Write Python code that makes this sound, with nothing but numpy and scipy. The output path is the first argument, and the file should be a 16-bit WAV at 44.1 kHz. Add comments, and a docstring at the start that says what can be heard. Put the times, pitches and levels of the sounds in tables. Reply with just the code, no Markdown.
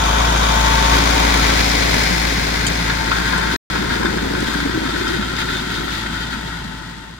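"""On dry, stony soil a four-cylinder diesel tractor drives close by, towing a disc harrow, and moves off.
Exhaust lines, struck block panels and meshing gears all follow one wavering firing count.
Then tyre and harrow pass: noise bursts for crushed clods and grit, decaying modes for discs on stones,
sagging sines for heavy clods. A short silence splits the pass in two; the end fades."""
import sys
import numpy as np
from scipy import signal
from scipy.fft import rfft, irfft, next_fast_len
from scipy.io import wavfile
from scipy.ndimage import uniform_filter1d

SR = 44100
rng = np.random.default_rng(int(sys.argv[2]) if len(sys.argv) > 2 else 0)


def generate_wav(sig):
    """Save sig (samples, or channels by samples) to the path in sys.argv[1] as 16-bit PCM at SR."""
    pcm = np.round(np.clip(np.atleast_2d(sig).T, -1, 1) * 32767).astype(np.int16)
    wavfile.write(sys.argv[1], SR, pcm)


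N = 317074
T = np.arange(N) / SR
SIZE = next_fast_len(N + 4096)
FREQS = np.maximum(np.arange(SIZE // 2 + 1) * SR / SIZE, 1)

# Half lengths below are those of a bell, out to 1/e.
# Engine speed. Each row: time in seconds, firings per second.
ENGINE_SPEED = [(0, 55.4), (.12, 55.3), (.29, 56.8), (.48, 55.45), (.68, 56.05), (.85, 56.0), (1.08, 56.8),
                (1.27, 55.85), (1.45, 55.65), (1.73, 56.5), (1.92, 55.7), (2.12, 56.0), (2.4, 55.5),
                (2.75, 55.9), (3.0, 55.5), (3.3, 57.1), (3.47, 55.75), (3.97, 57.4), (4.25, 55.65),
                (4.6, 56.05), (5.5, 55.9), (5.75, 56.6), (6.03, 54.95), (6.55, 56.6), (6.77, 54.9),
                (6.97, 56.05), (7.19, 55.0)]
START_FIRINGS = .38   # position within the first firing
# Side facing the listener. Each row: time in seconds, side (0 nose, 1 flank, 2 tail).
FACING = [(0, 0.018), (.4, 0.061), (.95, 0.48), (1.58, 0.72), (1.7, 0.86), (2.55, 1.25), (4.3, 1.535),
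          (6.3, 1.68), (7.19, 1.75)]
# Positions of the three exhaust columns below on the scale of FACING.
EXHAUST_FACING = (.2, .62, 1.1)
# Exhaust lines. Each row: multiple of the firing rate, relative dB from the front, at a slant, from behind.
EXHAUST_ORDERS = [(.5, -26, -28, -23.5), (.75, -31, -32, -34), (1.25, -36, -37, -35),
                  (1.5, -36.5, -35, -32), (2, -13, -10.5, -9), (2.5, -15, -14, -14.5),
                  (3, -13.5, -18.5, -8), (3.5, -23, -28.5, -29), (4, -13, -12.5, -12.5),
                  (5, -19.5, -10.5, -11.5), (5.5, -20.5, -17.5, -28), (6, -21, -19.5, -18),
                  (6.5, -31, -25, -23), (12, -19.5, -29, -28.5), (13, -24, -29, -39.5)]
# Knock strength of each cylinder in firing order, in relative dB.
CYLINDERS_DB = [-1, 1, -1.5, 2.5]
# Clatter spectrum. Each row: frequency in Hz, relative dB at nose, flank, tail.
CLATTER_SPECTRUM = [(25, -15, -11, -8), (79.7, -4, -6, 2), (133, -2, -2.5, 5.5), (264, -5.5, -1, 1),
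                    (478, -2, -3.5, -22), (766, -1.5, -3.5, -6), (1036, 5, -4, -2.5),
                    (1178, -4.5, -12.5, -10), (1480, -1.5, -7, 3.5), (2000, -10, 0, -9),
                    (2740, -7, -7.5, -16.5), (3430, -4, -10, -6), (5030, -14, -8, -16),
                    (6200, -14.5, -12.5, -17.5), (7350, -19, -19.5, -18.5), (14300, -30.5, -28.5, -41)]
# Ringing engine panels and the hollows between them.
# Each row: centre in Hz, width in Hz, change in dB at nose, flank, tail.
ENGINE_PANELS = [(365, 50, -2.5, -0.5, 5.5), (760, 78, 7, 2.5, -2), (795, 26, -21, -5.5, -3.5),
                 (1130, 50, 8, 5, -7), (1273, 90, -2.5, 1.5, 6), (1513, 250, 4, 4, -8.5),
                 (1890, 75, -5.5, -4.5, 0), (1922, 64, 12, 2.5, 9.5), (2367, 61, 8, 1.5, -16.5),
                 (2780, 150, -8, -3.5, 8.5), (3350, 98, -1, 3.5, -1.5), (3670, 160, 1.5, 4.5, -5.5),
                 (4160, 130, -8.5, 6.5, -6), (5450, 200, 5, -4, -2.5), (5830, 210, -2.5, -0.5, -11),
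                 (6070, 350, 2.5, -2.5, 0), (6650, 300, 8, 3, -6), (7800, 250, -6, -2, 1)]
# Jolts over rough ground. Each row: centre in seconds, half length in seconds, rise of clatter in dB,
# rise of exhaust throb in dB.
JOLTS = [(.94, 0.031, 2, 3), (1.6, 0.018, 3, 4)]
GEAR_TEETH_PER_FIRING, TIMING_TEETH_PER_FIRING = 16, 24
# Gears take up load. Each row: centre in seconds, half length in seconds, rise of whine in dB.
GEAR_LOADS = [(.03, .07, 14), (.15, .06, 13.5), (.28, .05, 10), (.54, .14, 11.5), (.75, .16, 15.5),
              (.94, .11, 10.5), (1.05, .05, 3.5), (1.18, .07, 14), (1.32, .08, 11), (2.0, .06, 13.5),
              (2.17, .07, 11.5), (2.87, .1, 10), (3.04, .09, 14.5), (3.28, .1, 10.5), (3.46, .05, 15),
              (4.3, .08, 9.5), (4.5, .08, 12), (5.13, .1, 11), (5.42, .09, 11.5), (5.7, .12, 8),
              (6.05, .2, 11), (6.45, .17, 12.5), (6.78, .14, 12.5), (7.05, .14, 14)]
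# Timing gears take up load. Each row: centre in seconds, half length in seconds, rise in dB.
TIMING_LOADS = [(.05, .13, 8), (.32, .08, 6), (.52, .07, 6), (.75, .08, 4), (1.38, .07, 7), (1.54, .06, 6)]

GROUND_SPEED_M_PER_S = 1.6
# Straight passes. Each holds: nearest moment in seconds, distance then in metres, relative level then in dB.
EXHAUST_PASS = (0.76, 1.82, -18.5)
BLOCK_PASS = (1.27, 2.54, -14.5)
GEAR_PASS = (0.76, 2.2, -37)
TIMING_PASS = (0.56, 4.3, -35.5)
CLODS_PASS = (4.25, 0.93, -25.5)
FRONT_GANG_PASS = (3.53, 0.74, -26.5)
REAR_GANG_PASS = (5, 1.08, -28)
GRIT_PASS = (5.1, 1.29, -31.5)
# Rear wheel hides the engine: midpoint in seconds, duration of the change in seconds, loss in dB.
WHEEL_SCREEN = (1.564, .08, 1)
# Harrow comes out from behind the wheel: fully out in seconds, duration in seconds, loss before in dB.
HARROW_CLEAR = (2.37, 0.84, 11)

# Clod spectrum. Each row: frequency in Hz, relative level per Hz in dB.
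CLOD_SPECTRUM = [(40, -12.5), (110, -20), (170, -1.5), (290, -1), (370, 0), (480, -8), (800, -18),
                 (1500, -43)]
# Grit spectrum. Each row: frequency in Hz, relative level per Hz in dB.
GRIT_SPECTRUM = [(600, -9.5), (1000, -11), (1200, -3), (1900, 5.5), (2400, -1.5), (2900, -3), (3200, 3),
                 (3850, 4.5), (4400, 0.5), (5050, -3), (5600, -7.5), (6500, -7), (8000, -13), (15500, -21)]
# Rumble of earth turning between the discs. Each row: time in seconds, centre in Hz, dB relative to the clods.
HOLLOW = [(2.7, 176, -1), (3.4, 185, -2), (3.8, 270, -13), (4.6, 290, -8.5), (5.1, 360, -0.5),
          (5.6, 365, -3.5), (6.2, 319, -8.5), (6.5, 171.3, 0)]
# Loose earth slides off the discs. Each row: centre in seconds, half length in seconds, rise of rumble in dB.
CLOD_FALLS = [(3.52, 0.073, 0.5), (3.78, 0.087, 1), (4.05, 0.049, 5), (4.24, 0.045, 2.5),
              (4.36, 0.022, 5.5), (4.52, 0.087, 2), (4.66, 0.025, 4.5), (4.79, 0.061, 4), (5.13, 0.11, 2),
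              (5.5, 0.036, 4), (5.78, 0.14, 3)]
# Stony patches drag along the discs. Each row: centre in seconds, half length in seconds,
# rise of ringing in dB, rise of grit in dB.
SCRAPES = [(2.8, 0.038, 2, -3), (2.9, 0.024, 9, 3), (3.16, 0.044, 6, 12.5), (3.28, 0.061, 5, 12),
           (3.40, 0.092, 3.5, 4.5), (3.53, 0.026, 2, 15.5), (3.77, 0.048, 2.5, 9), (3.94, 0.046, 7, 9),
           (4.05, 0.04, 7, -1), (4.47, .06, 3, 7.5), (4.59, 0.064, 3, 5), (4.72, 0.052, 1, -3.5),
           (5.0, 0.11, 1, 2.5), (5.13, 0.035, 2.5, 3), (5.4, 0.028, 7.5, 8), (5.55, 0.086, 2.5, 6.5),
           (5.76, 0.078, 4.5, 5.5), (5.96, 0.074, 2.5, 8.5), (6.15, 0.022, 5.5, 5.5), (6.22, 0.033, 7, 6),
           (6.33, 0.025, 8.5, 5.5), (6.47, 0.018, 2, 4), (6.54, .02, 6.5, 1), (6.9, .025, 3, 4)]
# Ringing of the disc rims. Each row: time in seconds, centre in Hz, relative level in dB.
RIM_RINGING = [(3.0, 1580, -7), (3.4, 1520, -8), (3.8, 1470, -8.5), (4.6, 1550, -5.5), (5.0, 1510, -9),
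               (5.25, 1400, -7), (5.8, 1420, -9), (6.4, 1440, -7.5)]
# The rear gang takes over. Each row: time in seconds, its share 0-1.
REAR_GANG_SHARE = [(4.4, 0), (5.3, 0.92)]
# Steel discs and frame. Each row: mode in Hz, relative dB in the front gang, in the rear gang, t60 in seconds.
DISC_MODES = [(490, -8.5, -26.5, .05), (922, 1, -4.5, 0.058), (1048, 4.5, -25, 0.027),
              (1310, -9.5, -10, 0.1), (1351, -5, 2, 0.084), (1416, 2.5, -7.5, 0.074),
              (1494, -20, 0.5, 0.091), (1529, 0.5, 3, 0.072), (1632, 5, -18.5, 0.045),
              (1797, 1, 1.5, 0.034), (1890, -8, -2.5, 0.1), (2143, -11.5, -6.5, 0.062),
              (2510, -8.5, -7, 0.065), (3160, -11.5, -5.5, 0.14), (3584, -7, -5.5, 0.11),
              (3860, -15, -5.5, .04), (4040, -24, -6, 0.047), (4500, -11.5, -7.5, .04),
              (4640, -8, -7.5, .04), (4970, -11, -8.5, 0.043)]
# Discs hit large stones. 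Each row: start in seconds, relative level in dB.
STONE_KNOCKS = [(2.899, -6.5), (3.079, -11), (3.1173, -2.5), (3.258, -12), (3.296, -18), (3.3344, -7.5),
                (3.3831, -7), (3.4718, -14.5), (3.757, -8), (4.015, -15), (4.03, -16), (4.057, -7.5),
                (4.184, -9.5), (4.35, -9.5), (4.5384, -13.5), (4.6034, -15), (4.8628, -12), (4.9167, -20),
                (5.011, -13), (5.0699, -9), (5.1393, -13), (5.225, -11), (5.3862, -15), (5.4874, -11.5),
                (5.5956, -18.5), (5.881, -14.5), (6.0616, -12), (6.1768, -16)]
# Rear tyre rolls by: nearest moment in seconds, half length in seconds, relative level in dB.
TYRE_CRUNCH = (1.95, .6, -31)
# Tyre crunch spectrum. Each row: frequency in Hz, relative level per Hz in dB.
CRUNCH_SPECTRUM = [(1000, -20), (2050, 2), (2800, -17), (4400, -4), (5000, 5), (5500, 9), (5950, -12),
                   (6650, 1), (7400, -8), (15000, -18)]
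# Heavy clods land or burst under a wheel. Each row: start in seconds, relative level in dB, settled pitch in Hz.
CLOD_THUDS = [(1.598, -18, 152), (2.099, -18, 179), (2.37, -18.5, 185), (3.747, -25, 288),
              (3.778, -20, 190), (3.905, -23, 235), (3.998, -19.5, 223), (4.048, -15.5, 318),
              (4.08, -24, 198), (4.23, -19.5, 262), (4.302, -22, 276), (4.343, -25, 339), (4.466, -23, 221),
              (4.648, -19, 268), (4.737, -18, 320), (4.849, -18, 252), (4.933, -19, 285),
              (5.006, -17.5, 355), (5.091, -18.5, 318), (5.134, -18, 347), (5.183, -18, 205),
              (5.782, -23, 166), (6.643, -24, 196)]
# A stone skips along the drawbar. Each row: touch in seconds, relative level in dB.
DRAWBAR_TOUCHES = [(2.6667, -0.5), (2.668, -2), (2.672, -1), (2.6775, -4), (2.683, -5)]
# Drawbar modes. Each row: frequency in Hz, relative level in dB, t60 in seconds.
DRAWBAR_MODES = [(3120, 4, 0.023), (4620, 0, .025), (6300, 0.5, 0.027), (6900, 0.5, .03),
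                 (7350, -0.5, .025), (7900, -4, .02), (8450, -1.5, 0.034), (9300, -6, .02)]
# Stones crack or are flicked aside. Each row: start in seconds, relative level in dB, centre in Hz, t60 in seconds.
STONE_CRACKS = [(2.668, -25, 7400, 0.06), (2.667, -22, 3600, .04), (2.898, -20.5, 1900, .06),
                (3.119, -19.5, 1920, 0.06), (3.379, -26, 6200, .06), (4.404, -29, 6990, 0.041),
                (4.537, -31, 6850, 0.054), (5.079, -25, 4500, 0.098), (5.366, -23.5, 3860, 0.05),
                (5.752, -27, 3700, .06), (5.918, -27, 3300, 0.076), (6.013, -30, 3300, .07),
                (6.207, -34, 3870, .05), (6.267, -27, 3400, .04)]
# Thin steel squeaks. Each row: centre in seconds, half length in seconds, pitch in Hz, level in dB.
SQUEAKS = [(4.305, .035, 3590, -35), (5.37, .02, 3580, -30), (5.49, .03, 3580, -33), (5.57, .04, 3590, -29),
           (5.76, .04, 3620, -34), (5.85, .022, 12500, -46)]

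# Two microphone ports. Each row: frequency in Hz, left-right likeness 0-1, left minus right in dB,
# left lead in ms at off_axis 1.
PORTS = [(100, 0.93, -1, 0.77), (336, 0.89, 1, 0.75), (495, 0.83, 4, 0.76), (683, 1, 9, 0.62),
         (920, 0.59, 9.5, 0.65), (1170, 0.99, 3.5, 0.69), (1450, 0.435, 4.5, 0.63), (1875, 0.42, 7, 0.39),
         (2140, 0.33, 4.5, 0.49), (2720, 0.12, -1.5, 0.54), (3580, 0.36, 1.5, 0.593),
         (4560, 0.3, 12.5, 0.619), (5530, 0.073, 2.5, 0.558), (6100, .1, 5.5, 0.562),
         (8100, 0.12, -0.5, 0.57), (14900, 0.054, -1.5, 0.55)]
# Silence: start in seconds, end in seconds.
SILENCE = (3.563, 3.700)
CUTOFF_HZ = 15900
FADE_END_S, FADE_S = 7.61, 1.27   # when the fade would reach silence, its full length


def from_db(db):
    """Decibels to gain."""
    return 10 ** (np.asarray(db) / 20)


def rms_one(x):
    """Scale to rms 1."""
    return x / np.sqrt(np.mean(x ** 2) + 1e-20)


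def in_time(rows):
    """Each column of a curve at every sample."""
    s, *columns = np.transpose(rows)
    return [np.interp(T, s, c) for c in columns]


def in_frequency(rows):
    """Each column of a spectrum at every frequency, interpolated over log Hz."""
    hz, *columns = np.transpose(rows)
    return [np.interp(np.log(FREQS), np.log(hz), c) for c in columns]


def coloured(x, curve_db):
    """Give a sound a spectrum; rms 1."""
    return rms_one(irfft(rfft(x, SIZE) * from_db(curve_db), SIZE)[..., :N])


def lowpass_db(corner_hz):
    """Smooth roll-off in dB for slow random signals."""
    return -20 * np.log10(1 + (FREQS / corner_hz) ** 2)


def drift(corner_hz):
    """Slow random wander of rms 1."""
    return coloured(rng.standard_normal(N), lowpass_db(corner_hz))


def decay(clicks, t60_s):
    """Each click leaves an exponential tail."""
    return signal.lfilter([1], [1, -from_db(-60 / (t60_s * SR))], clicks + 1e-18)


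def ring(clicks, hz, t60_s):
    """Two-pole resonator: a unit click starts a dying sine of height 1."""
    r = from_db(-60 / (t60_s * SR))
    w = 2 * np.pi * hz / SR
    return signal.lfilter([0, np.sin(w)], [1, -2 * r * np.cos(w), r * r], clicks + 1e-18)


def grains(per_s, spread_db):
    """Random contacts of uneven strength."""
    contacts = rng.random(N) < per_s / SR
    return contacts * from_db(spread_db * np.minimum(rng.exponential(1, N), 4))


def passing(nearest_s, distance_m, level_db):
    """Level in dB of a part driving by in a straight line: pressure falls as one over distance."""
    along_m = GROUND_SPEED_M_PER_S * (T - nearest_s)
    return level_db - 10 * np.log10(1 + (along_m / distance_m) ** 2)


def swells(rows):
    """Bell-shaped rises in dB, one curve for each level column of the events."""
    return sum(np.outer(db, np.exp(-((T - s) / half_s) ** 2)) for s, half_s, *db in rows)


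def behind_wheel():
    """Share of the engine hidden by the rear wheel, 0-1."""
    middle_s, duration_s, _ = WHEEL_SCREEN
    return np.clip((T - middle_s) / duration_s + .5, 0, 1)


def screened():
    """Change of the engine's level in dB as the rear wheel hides it."""
    return -WHEEL_SCREEN[2] * behind_wheel()


def ports(pair, off_axis):
    """Mix two unrelated versions into left and right, with likeness, balance and lead set by frequency."""
    alike, balance_db, lead_ms = in_frequency(PORTS)
    alike, tilt = np.clip(alike, 0, 1), from_db(balance_db)
    common, apart = rfft(pair, SIZE) * np.sqrt([1 + alike, 1 - alike])
    lead = np.exp(2j * np.pi * FREQS * off_axis * lead_ms / 1000)
    left = (common + apart) * tilt * lead
    right = common - apart
    return irfft(np.array([left, right]) / np.sqrt(1 + tilt ** 2), SIZE)[:, :N]


def exhaust(firings, waver_db, smear_rad):
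    """Pressure pulses smeared by the silencer; unequal cylinders add lines between the harmonics."""
    level_db = passing(*EXHAUST_PASS) + screened() + swells(JOLTS)[1]
    facing, = in_time(FACING)
    out = from_db(.5 * drift(3.4)) * np.cos(2 * np.pi * firings)
    for order, *sides_db in EXHAUST_ORDERS:
        shake_rad = .12 * drift(6)
        phase = 2 * np.pi * order * firings - smear_rad * (order - 1) ** 2 + shake_rad
        line_db = np.interp(facing, EXHAUST_FACING, sides_db) + waver_db * drift(2.0)
        out = out + from_db(line_db) * np.cos(phase)
    return np.sqrt(2) * from_db(level_db) * out


def valve_gear(firings, count, spread_db, jitter_s, tap_s):
    """Taps of fixed colour return at the same crank angles in every round of four firings; rms 1."""
    out = np.zeros((2, N))
    rounds = np.arange(0, firings[-1], 4)
    span = np.arange(int(4 * tap_s * SR))
    for angle in (np.arange(count) + rng.random(count)) / count * 4:   # in firings
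        tap = rng.standard_normal((2, 1, len(span))) * np.exp(-span / (tap_s * SR))
        s = np.interp(rounds + angle, firings, T) + jitter_s * rng.standard_normal(len(rounds))
        s = s[(s > 0) & (s < T[-1] - .01), None]
        strength = from_db(spread_db * rng.uniform(-0.81, 1, s.shape))
        out[:, (s * SR).astype(int) + span] += tap * strength
    return rms_one(out)


def clatter(firings, knock, knock_t60_s, tick, tick_t60_s, uneven_db):
    """Combustion knocks the block, valves and injectors tap between, the fan rushes underneath."""
    stroke = np.floor(firings + .5).astype(int)   # the knock leads the exhaust pulse
    fired = np.diff(stroke, prepend=0) > 0
    cylinder_db = np.take(CYLINDERS_DB, stroke, mode="wrap")
    blows = decay(fired * from_db(cylinder_db + uneven_db * rng.standard_normal(N)), knock_t60_s)
    blows = uniform_filter1d(blows, size=33)   # the knock spreads through the block in under a millisecond
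    ticks = decay(grains(per_s=240, spread_db=2.5), tick_t60_s)
    force = np.sqrt(1 + (knock * blows) ** 2 + (tick * ticks) ** 2)   # the 1 is the fan
    taps = valve_gear(firings, count=72, spread_db=2.5, jitter_s=.00008, tap_s=.0005)
    shaking = force * (.78 * rng.standard_normal((2, N)) + .62 * taps)
    level = from_db(passing(*BLOCK_PASS) + screened() + swells(JOLTS)[0])
    facing, = in_time(FACING)
    sides = []
    for k, colour_db in enumerate(in_frequency(CLATTER_SPECTRUM)):
        panels_db = sum(db[k] / (1 + (2 * (FREQS - hz) / width_hz) ** 2)
                        for hz, width_hz, *db in ENGINE_PANELS)
        seen = np.clip(1 - abs(facing - k), 0, 1) ** 0.98
        source = shaking if k < 2 else force * rng.standard_normal((2, N))   # no taps at the tail
        sides.append(seen * level * coloured(source, colour_db + panels_db))
    nose, flank, tail = sides
    return ports(nose + flank, off_axis=0.934) + ports(tail, off_axis=.15)


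def whine(firings, left_db, right_db, rough_rad):
    """A gear mesh sings in step with the engine, louder under load, shaken by backlash."""
    level_db = passing(*GEAR_PASS) + swells(GEAR_LOADS)[0]
    phase = 2 * np.pi * GEAR_TEETH_PER_FIRING * firings + rough_rad * drift(33)
    return from_db(level_db + np.array([[left_db], [right_db]])) * np.sin([phase + 0.94, phase])


def timing_gear(firings, waver_db, hidden_db):
    """A thinner mesh tone a fifth above the whine, weaker behind the rear wheel."""
    phase = 2 * np.pi * TIMING_TEETH_PER_FIRING * firings + 0.29 * drift(30)
    level_db = passing(*TIMING_PASS) + swells(TIMING_LOADS)[0] + waver_db * drift(13)
    return from_db(level_db + hidden_db * behind_wheel()) * np.sin(phase)


def soil(spectrum, per_s, spread_db, t60_s):
    """Breaking earth: each fragment is a short burst of noise; rms 1."""
    power = decay(grains(per_s, spread_db) ** 2, t60_s / 2)
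    return coloured(np.sqrt(power) * rng.standard_normal((2, N)), in_frequency(spectrum)[0])


def hollow(width_hz):
    """A noise band whose centre shifts as the furrow fills and empties."""
    hz, level_db = in_time(HOLLOW)
    slow = coloured(rng.standard_normal((2, 2, N)), lowpass_db(width_hz))
    phase = 2 * np.pi * np.cumsum(hz) / SR
    return from_db(level_db) * (slow[0] * np.cos(phase) + slow[1] * np.sin(phase))


def rim(per_s, spread_db, t60_s):
    """Stones grate on the disc rims; the ringing shifts as the discs sink in and lift."""
    hz, level_db = in_time(RIM_RINGING)
    random_phase = np.exp(2j * np.pi * rng.random((2, N)))
    strikes = decay(grains(per_s, spread_db) * random_phase, t60_s)
    carrier = np.exp(2j * np.pi * np.cumsum(hz) / SR)
    return from_db(level_db) * rms_one((strikes * carrier).real)


def discs(level_db, knock_db):
    """Small stones rattle on the discs, large ones knock; each touch weights the modes anew."""
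    rear = np.clip(in_time(REAR_GANG_SHARE)[0], 0, 1)
    strength = grains(per_s=900, spread_db=1.2)
    at = np.flatnonzero(strength)
    s, db = np.transpose(STONE_KNOCKS)
    knocks_at = (s * SR).astype(int)
    touches, knocks = np.zeros((2, N)), np.zeros((2, N))
    rattle, knocked = 0, 0
    for hz, front_db, rear_db, t60_s in DISC_MODES:
        gain = from_db(front_db) * (1 - rear) + from_db(rear_db) * rear
        touches[:, at] = strength[at] * rng.standard_normal((2, len(at)))
        rattle = rattle + gain * ring(touches, hz, t60_s)
        height = from_db(db + knock_db + 2 * rng.standard_normal(len(s)))
        knocks[:, knocks_at] = height * rng.choice([-1, 1], (2, len(s)))
        knocked = knocked + gain * ring(knocks, hz, t60_s)
    grating = 1.3 * rim(per_s=110, spread_db=1.5, t60_s=.08)
    return from_db(level_db) * (rms_one(rattle) + grating) + knocked


def tyre():
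    """The lugs of the rear tyre crush dry clods in uneven, gritty surges."""
    s, half_s, level_db = TYRE_CRUNCH
    surges_db = 2.5 * drift(14)
    crunch = soil(CRUNCH_SPECTRUM, per_s=700, spread_db=3, t60_s=.012)
    bell = np.exp(-((T - s) / half_s) ** 2)
    return ports(from_db(level_db + surges_db) * bell * crunch, off_axis=.95)


def thuds(rise_s, sag):
    """A heavy clod lands softly and booms for a few cycles, sinking in pitch."""
    out = np.zeros(N)
    for s, db, hz in CLOD_THUDS:
        start = int(s * SR)
        t = T[:min(N - start, SR // 5)]
        phase = 2 * np.pi * hz * (t + sag * rise_s * (1 - np.exp(-t / rise_s)))
        swell = t / rise_s * np.exp(1 - t / rise_s)
        out[start:start + len(t)] += from_db(db) * swell * np.sin(phase)
    return out * [[1], [0]]   # only the part common to both ports


def chink(level_db):
    """A stone skips along a steel part: a quick run of touches into a few bright modes."""
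    s, db = np.transpose(DRAWBAR_TOUCHES)
    out = np.zeros((2, N))
    start = int(s[0] * SR)
    for hz, mode_db, t60_s in DRAWBAR_MODES:
        clicks = np.zeros((2, SR // 5))
        signs = rng.choice([-1, 1], (2, len(s)))
        clicks[:, (s * SR).astype(int) - start] = from_db(level_db + db + mode_db) * signs
        out[:, start:start + SR // 5] += ring(clicks, hz, t60_s)
    return out


def cracks():
    """Stones snap with a bright, quickly dying crunch of band-passed noise."""
    out = np.zeros((2, N))
    for s, db, hz, t60_s in STONE_CRACKS:
        band = signal.butter(2, [hz * .74, hz * 1.36], "band", fs=SR, output="sos")
        burst = decay(1. * (np.arange(N) == int(s * SR)), t60_s)
        out += from_db(db) * burst * rms_one(signal.sosfilt(band, rng.standard_normal((2, N))))
    return out


def squeak():
    """Steel slips on steel for a moment: a sine with wandering phase."""
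    out = np.zeros(N)
    for s, half_s, hz, db in SQUEAKS:
        bell = np.exp(-((T - s) / half_s) ** 2)
        out += from_db(db) * bell * np.sin(2 * np.pi * hz * T + 0.81 * drift(45))
    return out


def harrow():
    """The discs lift clods, ring against stones and throw grit; each sound follows its own pass."""
    clear_s, duration_s, loss_db = HARROW_CLEAR
    hidden_db = -loss_db * np.clip((clear_s - T) / duration_s, 0, 1)
    falls_db, = swells(CLOD_FALLS)
    ringing_db, spray_db = swells(SCRAPES)
    earth = soil(CLOD_SPECTRUM, per_s=150, spread_db=1.0, t60_s=0.056) + hollow(width_hz=12)
    clods = from_db(passing(*CLODS_PASS) + hidden_db + falls_db) * earth
    pebbles = .5 * soil(GRIT_SPECTRUM, per_s=300, spread_db=2.2, t60_s=.012)
    spray = 0.83 * soil(GRIT_SPECTRUM, per_s=1900, spread_db=-3.5, t60_s=0.048)
    grit = from_db(passing(*GRIT_PASS) + hidden_db + spray_db) * (pebbles + spray)
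    gangs_db = np.maximum(passing(*FRONT_GANG_PASS), passing(*REAR_GANG_PASS))
    steel = discs(gangs_db + hidden_db + ringing_db + 0.4, knock_db=-14.5)
    stones = cracks() + chink(level_db=-21.5)
    return ports(clods + thuds(rise_s=0.01, sag=0.16) + grit + steel + stones, off_axis=0.99) + squeak()


def scene():
    """One firing count drives exhaust, clatter and gears; tyre and harrow are added."""
    firings = START_FIRINGS + np.cumsum(in_time(ENGINE_SPEED)[0]) / SR
    throb = exhaust(firings, waver_db=1.0, smear_rad=0.352)
    block = clatter(firings, knock=.98, knock_t60_s=.05, tick=.3, tick_t60_s=.02, uneven_db=.5)
    gears = whine(firings, left_db=4.5, right_db=-16.0, rough_rad=0.12)
    timing = timing_gear(firings, waver_db=2.2, hidden_db=-9)
    return throb + block + gears + timing + tyre() + harrow()


def record(dry):
    """Clip the peaks, mute for a moment, fade the end and cut the top."""
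    live = (T < SILENCE[0]) | (T >= SILENCE[1])
    fade = np.clip((FADE_END_S - T) / FADE_S, 0, 1)
    top_cut = signal.ellip(12, .1, 90, CUTOFF_HZ, fs=SR, output="sos")
    return signal.sosfilt(top_cut, np.clip(dry, -.88, .88) * live * fade)


dry = scene()
out = record(dry)
generate_wav(out)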